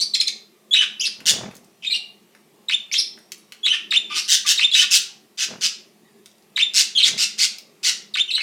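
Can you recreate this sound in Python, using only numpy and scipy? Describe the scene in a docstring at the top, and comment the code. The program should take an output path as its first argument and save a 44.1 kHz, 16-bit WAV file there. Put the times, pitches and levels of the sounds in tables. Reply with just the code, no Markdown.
"""Caged budgerigars in a hard-walled room

Place: a quiet room with a wire cage of budgerigars, near a phone microphone.
Gliding tones make the learned calls and loose warbles; an overtone-rich pulsed voice makes the squawks.
Claws and beaks on the wire are filtered noise clicks with a faint ring; wings are throbbing noise.
The nearest bird is the driest; the room rings for about a third of a second over a faint hum and hiss."""
import sys
import numpy as np
from scipy import signal
from scipy.fft import rfft, irfft, next_fast_len
from scipy.io import wavfile
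from scipy.ndimage import uniform_filter1d, minimum_filter1d, map_coordinates

SR = 44100
rng = np.random.default_rng(int(sys.argv[2]) if len(sys.argv) > 2 else 0)


def convert_level_to_amplitude(level_db):
    """Map a level in decibels to its linear amplitude factor."""
    exponent = np.asarray(level_db, float) / 20
    return 10 ** exponent


def transcribe(signal):
    """Save signal, clipped to [-1, 1], as a 16-bit WAV file at the path in sys.argv[1]."""
    frames = np.atleast_2d(signal).T
    limited = np.clip(frames, -1, 1)
    pcm = np.round(limited * 32767).astype(np.int16)
    wavfile.write(sys.argv[1], SR, pcm)


N = 371322


def unit(x):
    """Scaled to rms 1."""
    return x / np.sqrt(np.mean(x ** 2) + 1e-20)


def along(points, hz):
    """Reads (frequency [Hz], value) points at hz, on a log frequency axis."""
    f, value = np.transpose(points)
    return np.interp(np.log(hz + 1), np.log(f + 1), value)


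def wobble(rate, size):
    """A smooth random curve, rate knots a second."""
    knots = rng.standard_normal(int(size * rate / SR) + 4)
    return map_coordinates(knots, [np.arange(size) * rate / SR])


def coloured(x, gain_db):
    """x through a filter given as dB over frequency."""
    padded = next_fast_len(len(x) + 8192)
    gain = convert_level_to_amplitude(gain_db(np.fft.rfftfreq(padded, 1 / SR)))
    return irfft(rfft(x, padded) * gain, padded)[:len(x)]


def add(track, s, x):
    """Mixes x into the track at s seconds."""
    part = track[max(round(s * SR), 0):][:len(x)]
    part += x[:len(part)]


def patchy(x, depth_db):
    """Random louder and softer patches over time and frequency."""
    z = signal.stft(x, nperseg=1024)[2]
    field = uniform_filter1d(rng.standard_normal(z.shape), size=4, axis=0)
    field = uniform_filter1d(field, size=9, axis=1)
    return unit(signal.istft(z * convert_level_to_amplitude(depth_db * unit(field)), nperseg=1024)[1][:len(x)])


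# colour of distant machinery: (frequency [Hz], level [dB])
HUM_COLOUR = [(15, -78.5), (25, -32), (70, -39), (149, -9.5), (178, -7.5), (210, -2.5), (227, -2),
              (259, -14), (361, -4.5), (419, -4.5), (458, -13), (667, -15.5), (719, -15), (900, -19),
              (1170, -45.5), (1980, -120)]


def hum():
    """Distant machinery: low coloured noise that wavers, with one firmer tone."""
    level_db, waver_db, waver_hz = -56.5, 1.5, 3.5

    def colour(f):
        firm_tone = 6 / (1 + ((f - 210) / 3.5) ** 2)
        return along(HUM_COLOUR, f) + firm_tone

    low = patchy(coloured(rng.standard_normal(N), colour), depth_db=3.0)
    return convert_level_to_amplitude(level_db + waver_db * wobble(waver_hz, N)) * low


# colour of the room tone: (frequency [Hz], level [dB])
HISS_COLOUR = [(530, -41), (900, -18), (991, -16), (1120, -11), (1490, -21.5), (1920, -15.5), (2410, -17),
               (8680, -23), (14500, -25), (15800, -33.5)]


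def hiss():
    """Room tone: steady coloured noise, gently patchy."""
    level_db = -61.5
    noise = coloured(rng.standard_normal(N), lambda f: along(HISS_COLOUR, f))
    return convert_level_to_amplitude(level_db) * patchy(noise, depth_db=2.0)


# overtones at the syrinx, before roughness strengthens them: (multiple of the pitch, level [dB])
OVERTONES = [(.5, -35.5), (2, -11.5), (3, -18), (4, -29.5), (5, -26.5)]


def whistle(length, from_hz, to_hz, rough):
    """A gliding tone; in rough notes the syrinx flutters: pitch bends, level chops, a lower voice joins."""
    size = round(length * SR)
    u = np.arange(size) / size
    rough = np.clip(rough, 0, 1)
    flutter_hz = 330 * np.exp(.3 * wobble(80, size))
    flutter = 2 * np.pi * (rng.random() + np.cumsum(flutter_hz) / SR)
    bend = .09 * wobble(130, size) + 0.16 * np.sin(flutter) + 0.074 * wobble(1500, size)
    hz = from_hz * (to_hz / from_hz) ** u * np.exp(rough * bend)
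    phase = 2 * np.pi * np.cumsum(hz) / SR
    tone = np.sin(phase)
    for k, db in OVERTONES:
        level = convert_level_to_amplitude(db + (22 if k < 1 else 4) * rough)
        tone = tone + level * np.sin(k * phase) * (k * hz < SR / 2)
    rasp = (0.027 + 0.095 * rough) * rng.standard_normal(size)
    chop = 1 + np.sqrt(rough) * np.tanh(np.cos(flutter) + wobble(500, size))
    edges = np.minimum(u, 1 - u) * length / .0015  # 1.5 ms fades
    swell = np.clip(np.minimum(.25 + u / .45, edges), 0, 1)
    return unit((tone + rasp) * chop) * swell / np.sqrt(2)


# windpipe and beak of a whistling bird: (frequency [Hz], level [dB])
THROAT = [(500, -35.5), (1000, -12.5), (1600, -10), (2400, -1), (3500, 2.5), (5500, -6), (7200, -7.5),
          (10000, -10.5), (15000, -27)]


def throat(track):
    """Windpipe and beak filter what the syrinx sings."""
    return coloured(track, lambda f: along(THROAT, f))


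# loose notes, whistled and buzzed, levels ahead of the throat:
# (time [s], length [s], from [Hz], to [Hz], level [dB])
NOTES = [(0, 0.0028, 3950, 4240, -11.5), (.004, 0.013, 4230, 4450, -15.5), (.01, 0.0089, 6120, 5620, -13),
         (0.014, 0.024, 4535, 4715, -14), (0.996, 0.0082, 4544, 5200, -16), (1.001, .024, 2613, 3347, -23),
         (1.005, 0.011, 5260, 6660, -12.5), (1.031, 0.037, 5890, 5070, -18),
         (1.033, 0.018, 2846, 2590, -20.5), (1.848, 0.0064, 2426, 2560, -20.5),
         (1.859, 0.031, 3823, 3630, -22), (1.899, 0.017, 2462, 2420, -23.5),
         (1.904, 0.033, 4268, 3874, -18), (1.933, 0.032, 2843, 2860, -19), (2.914, 0.0047, 2260, 2540, -20),
         (2.921, 0.019, 5290, 6280, -14.5), (2.949, 0.023, 3054, 3734, -20.5),
         (2.977, 0.025, 5230, 5446, -9.5), (3.906, .004, 5490, 4037, -21.5), (4.1, 0.07, 3397, 3570, -34),
         (4.101, 0.033, 1153, 1216, -23), (4.162, 0.021, 1202, 1242, -21), (4.447, 0.018, 1179, 1210, -24),
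         (4.575, 0.004, 4660, 3910, -14.5), (4.714, .005, 4400, 3505, -17),
         (4.91, 0.0096, 5300, 5600, -11.5), (4.913, 0.0099, 2704, 2716, -16),
         (6.022, 0.07, 1930, 1860, -57.5), (6.951, 0.037, 3450, 3100, -15), (6.979, 0.012, 4390, 3945, -12),
         (7.026, 0.022, 4440, 3317, -9), (8.138, 0.004, 5546, 3930, -22), (8.279, .02, 2856, 3100, -28),
         (8.302, 0.0078, 2830, 2594, -19), (8.308, .013, 4477, 3614, -19), (8.318, .035, 3610, 4203, -20),
         (8.349, 0.013, 4420, 3960, -13.5), (8.364, 0.0082, 3093, 2840, -20),
         (8.384, 0.03, 2101, 2192, -25.5), (8.405, 0.014, 2707, 2390, -23.5),
         (8.406, 0.024, 4280, 4770, -29)]
BUZZES = [(0, 0.017, 7210, 6690, -22), (1.052, .022, 3800, 4530, -14.5), (1.074, 0.0041, 2906, 1460, -23),
          (1.823, 0.039, 2874, 3207, -32.5), (1.941, 0.031, 4084, 4073, -22),
          (2.924, 0.055, 4237, 4180, -23), (2.938, 0.0088, 3800, 2063, -16),
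          (2.941, 0.023, 5880, 5600, -23), (2.995, 0.013, 4795, 3350, -15),
          (4.094, 0.067, 2600, 2540, -29.5), (4.1, 0.16, 4800, 5080, -29.5),
          (4.455, 0.025, 2313, 2340, -25.5), (6.988, 0.035, 3230, 2580, -16.5),
          (8.377, 0.00745, 2720, 1195, -18.5)]


def songs():
    """Loose notes: whistles roughen away from the easiest pitch, buzzes are rough throughout."""
    clearest_hz, pure_rough, rough_per_octave, buzzed_rough = 3100, 0.1, .24, .7  # roughness 0-1
    track = np.zeros(N)
    for s, length, from_hz, to_hz, db in NOTES:
        rough = pure_rough + rough_per_octave * abs(np.log2(from_hz / clearest_hz))
        add(track, s, convert_level_to_amplitude(db) * whistle(length, from_hz, to_hz, rough))
    for s, length, from_hz, to_hz, db in BUZZES:
        add(track, s, convert_level_to_amplitude(db) * whistle(length, from_hz, to_hz, buzzed_rough))
    return throat(track)


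# learned calls, one row a syllable, times and lengths before the call is stretched:
# (time after start [s], length [s], from [Hz], to [Hz], roughness [clipped to 0-1], level over the call [dB])
CHIP = [(0.00052, 0.009, 3950, 4350, 0.085, -1.5), (.009, 0.0053, 4400, 3200, 0.33, -6.5),
        (.013, 0.006, 2500, 2090, 0.51, -10.5), (0.0073, 0.0089, 8400, 4200, .5, -1)]
ROLLING = [(0, 0.019, 3347, 3430, 0.02, -9), (.017, 0.015, 3406, 3616, .35, -3),
           (.027, 0.0097, 3800, 3917, 0.12, 3), (.034, .006, 3300, 1315, .6, -1.5),
           (.035, .032, 2916, 2700, 0.6, -5), (.062, .034, 2903, 3105, .12, -1),
           (.095, .034, 1915, 1490, .6, -7.5), (.094, .04, 3300, 2784, 0.92, -6.5)]
RISING = [(0, 0.011, 3800, 3723, 0.13, -2.5), (.01, 0.012, 3466, 1286, 1.2, -3),
          (.024, 0.024, 2079, 3062, 0.6, -4.5), (.025, .009, 4173, 4220, .45, -6),
          (.047, .015, 2424, 3200, .6, -1.5), (.061, 0.016, 3505, 3639, 0.05, 1.5)]
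# when each call is sung, levels ahead of the throat: (time [s], level [dB], stretch [times])
CHIP_TIMES = [(0.136, -10.5, 1.16), (0.2, -8, 0.99), (0.27, -13, 1.001)]
ROLLING_TIMES = [(0.709, -11.5, 1.001), (3.631, -14.5, 0.96), (4.716, -12, 1.001)]
RISING_TIMES = [(2.684, -15, 0.91), (3.909, -11.5, 0.94), (4.578, -11.5, 1.025), (6.56, -13, 1.001),
                (8.141, -15, 1.04)]


def calls(syllables, times):
    """A learned call, sung syllable by syllable each time, never quite alike in strength."""
    track = np.zeros(N)
    for s, call_db, stretch in times:
        for after, length, from_hz, to_hz, rough, db in syllables:
            level = convert_level_to_amplitude(call_db + db + rng.normal(0, 0.27))
            note = whistle(stretch * length, from_hz, to_hz, rough)
            add(track, s + stretch * after, level * note)
    return throat(track)


# contacts on the wire: (time [s], peak of the click [dB], click pitch [Hz], ring over full scale click [dB])
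TICKS = [(1.2042, -29.5, 2430, -37.5), (1.5121, -35, 2390, -32), (1.5444, -38, 2790, -36),
         (1.5527, -31, 6930, -43), (1.5666, -33, 6900, -38), (1.6452, -41, 7730, -40),
         (2.35, -36, 1770, -30), (3.176, -36, 1700, -43), (3.188, -41, 7600, -24), (3.3189, -19, 4220, -54),
         (3.379, -43, 8000, -16.5), (3.5217, -22.5, 2670, -55), (6.259, -29.5, 3480, -46),
         (6.315, -43, 4800, -41), (6.382, -45.5, 4790, -40), (6.424, -46, 4800, -40.5),
         (7.5841, -24, 4850, -47)]
# ring of the cage wire, before a random 2 dB scatter: (frequency [Hz], level [dB], 60 dB decay [s])
WIRE = [(3800, -4, 1), (5600, -3.5, 1), (8400, -4.5, .35), (10200, 2, 0.27)]


def ticks():
    """A claw or beak scrapes off the wire: a dry click and a faint metallic ring."""
    light_db, light_scrape_s = -34.5, 0.0033  # a light contact, falling 20 dB in this time
    drag = .3  # harder contacts drag longer: dB of length per dB of level
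    track, t = np.zeros(N), np.arange(SR // 3) / SR
    for s, db, hz, ring_db in TICKS:
        scrape_s = light_scrape_s * convert_level_to_amplitude(drag * (db - light_db))
        ring = np.zeros(len(t))
        for f, level, t60 in WIRE:
            ring += convert_level_to_amplitude(level + rng.normal(0, 2) - 60 * t / t60) * np.sin(2 * np.pi * f * t)
        grit = rng.standard_normal(len(t)) * convert_level_to_amplitude(-20 * t / scrape_s) * (1 - np.exp(-t / 0.00017))
        click = coloured(grit, lambda f: -10 * np.abs(np.log2(f / hz + 0.011)) - 20 * (f < 1200))
        add(track, s, convert_level_to_amplitude(db) * (click / np.abs(click).max() + convert_level_to_amplitude(ring_db) * ring))
    return track


# squawks: (time [s], length [s], rms level [dB], voice [Hz], pulsing [0-1])
SQUAWKS = [(1.255, 0.058, -16.5, 2921, .85), (4.143, .06, -24.5, 2630, .4), (4.277, 0.079, -17, 3310, .55),
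           (4.459, 0.064, -18, 3083, .45), (4.726, .11, -22, 2874, .4), (4.905, 0.071, -15.5, 2893, .6),
           (5.373, 0.078, -24.5, 2760, .4), (5.608, 0.063, -22, 2757, .4), (6.735, 0.083, -16.5, 2527, .85),
           (7.036, 0.056, -21.5, 2650, .4), (7.172, 0.074, -21, 2570, .3), (7.378, 0.079, -19, 2473, .35),
           (7.829, 0.072, -20, 2585, .3)]
# colour of a squawk at the beak: (frequency [Hz], level [dB])
BEAK = [(410, -50), (700, -24), (1150, -25), (1500, -12), (2080, -4.5), (2340, -11), (2870, -4.5),
        (3110, -5), (3630, 1), (4830, 0), (7030, -5.5), (11700, -24.5), (15500, -27.5)]


def squawks():
    """An overtone-rich voice in uneven pulses; its pitch jumps between pulses and swoops inside each."""
    calm_db = -21  # a squawk of ordinary effort
    calm_tilt, tilt_per_db = 0.15, 0.37  # dB per octave; louder squawks are brighter
    track = np.zeros(N)
    for s, length, db, hz, pulsing in SQUAWKS:
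        tilt = calm_tilt + tilt_per_db * (db - calm_db)
        size = round(length * SR)
        u = np.arange(size) / size
        beat = np.cumsum(180 * np.exp(.2 * wobble(120, size))) / SR  # pulses so far
        per_pulse = np.tanh(rng.standard_normal((size // 50, 3)))
        jump, swoop, force = per_pulse[beat.astype(int)].T
        bend = .14 * jump + .35 * swoop * (beat % 1 - .5) + 0.0797 * wobble(700, size)
        phase = 2 * np.pi * np.cumsum(hz * np.exp(bend)) / SR
        voice = np.zeros(size)
        for k in range(1, 11):  # every other cycle differs, which adds weaker lines halfway
            voice += convert_level_to_amplitude(2.2 * wobble(250, size) - 7.1 * (k % 2)) * np.sin(k / 2 * phase)
        pulse = convert_level_to_amplitude(0.64 * force) * 8 / 3 * np.sin(np.pi * beat) ** 4
        gate = 1 - np.clip(pulsing, 0, .85) * (1 - pulse)
        swell = u ** .75 * (1 - u) ** .25
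        burst = np.pad((unit(voice) + .5 * rng.standard_normal(size)) * gate * swell, 200)
        burst = coloured(burst, lambda f: along(BEAK, f) + tilt * np.log2(f / 4500 + .01))
        add(track, s - 200 / SR, convert_level_to_amplitude(db) * unit(burst))
    return track


# wing flurries: (time at full strength [s], hold [s], whirr [dB], push of air [dB], rise [dB/s])
FLURRIES = [(1.345, 0.097, -35, -51.5, 129), (5.506, 0.018, -38, -88, 500), (7.086, 0.055, -44, -71, 220)]
# whirr of wings: (frequency [Hz], level [dB])
WHIRR = [(65, -39.5), (110, -8.5), (209, 0.5), (334, -9), (521, -6.5), (578, -13), (642, -4.5),
         (704, -11.5), (2500, -20.5), (3250, -56), (5500, -120)]
# air pushed at the microphone: (frequency [Hz], level [dB])
PUSH = [(12, -48), (20, -19.5), (91, 1), (110, 5), (140, -33.5), (240, -120)]


def wings():
    """Low puffs of air that swell, hold and die away, throbbing with the wing beat."""
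    beat_hz, beat_db, fall_db_per_s = 40.5, 5, 130
    track, t = np.zeros(N), np.arange(N) / SR
    beat = convert_level_to_amplitude(beat_db * np.sin(2 * np.pi * beat_hz * t) + 1.5 * wobble(20.5, N))
    whirr = unit(coloured(beat * rng.standard_normal(N), lambda f: along(WHIRR, f)))
    push = unit(coloured(beat * rng.standard_normal(N), lambda f: along(PUSH, f)))
    for s, hold, whirr_db, push_db, rise_db_per_s in FLURRIES:
        rise_db = -rise_db_per_s * np.maximum(s - t, 0)
        fall_db = -fall_db_per_s * np.maximum(t - s - hold, 0)
        swell_db = rise_db + fall_db
        track += convert_level_to_amplitude(swell_db + whirr_db) * whirr + convert_level_to_amplitude(swell_db + push_db) * push
    return track


# near surfaces: (delay [s], level [dB])
WALLS = [(.0021, -14), (.0037, -6.5), (.0064, -10.5), (.0093, -15), (0.013, -11), (0.02, -16),
         (0.026, -14.5)]


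def early(x):
    """Cage tray, shelf and near walls send back a few close copies, turned over at random."""
    near = x.copy()
    for delay, db in WALLS:
        add(near, delay, rng.choice([-1, 1]) * convert_level_to_amplitude(db) * x)
    return near


# ring of the room: (frequency [Hz], 60 dB decay [s])
ROOM = [(1000, 0.44), (3000, 0.36), (6000, 0.33), (12000, 0.23)]


def room(x):
    """Birds sit in different places, so each moment gets its own noise tail; treble dies first."""
    wet, hop = np.zeros(N), SR // 8
    padded = np.pad(x, (hop, 2 * hop))
    for start in range(-hop, N, hop):
        hz, t, z = signal.stft(rng.standard_normal(SR // 2), SR, nperseg=256)
        decay = convert_level_to_amplitude(-60 * t / along(ROOM, hz)[:, None])
        tail = signal.istft(z * decay, SR, nperseg=256)[1]
        piece = padded[start + hop:][:2 * hop] * np.hanning(2 * hop)
        echo = signal.fftconvolve(piece[max(-start, 0):], tail / np.linalg.norm(tail))
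        add(wet, max(start, 0) / SR + .008, echo)  # the tail sets in after 8 ms
    return wet


def scene():
    """The bird with the rising call sits nearest and driest; the scolding ones face away, sounding wetter."""
    near = calls(RISING, RISING_TIMES)
    flock = calls(ROLLING, ROLLING_TIMES) + calls(CHIP, CHIP_TIMES) + songs()
    scold, wire = squawks(), ticks()
    direct = 0.4 * near + early(0.74 * near + flock + scold + wire)
    to_room = convert_level_to_amplitude(-8.0) * near + convert_level_to_amplitude(-3.5) * flock + convert_level_to_amplitude(-3.5) * scold + convert_level_to_amplitude(-4.0) * wire
    return (direct + room(to_room) + wings() + hum() + hiss())[None]


def low_pass(x):
    """Removes everything above the highest recorded frequency."""
    return signal.sosfilt(signal.butter(12, 16350, fs=SR, output="sos"), x)


def record(dry):
    """A fast limiter at the microphone turns down, over about 2 ms, peaks beyond full scale."""
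    need = minimum_filter1d(1 / np.maximum(np.abs(dry), 1), size=89, axis=1)
    gain = uniform_filter1d(need, size=45, axis=1)
    return low_pass(dry * gain)


dry = scene()
out = record(dry)
transcribe(out)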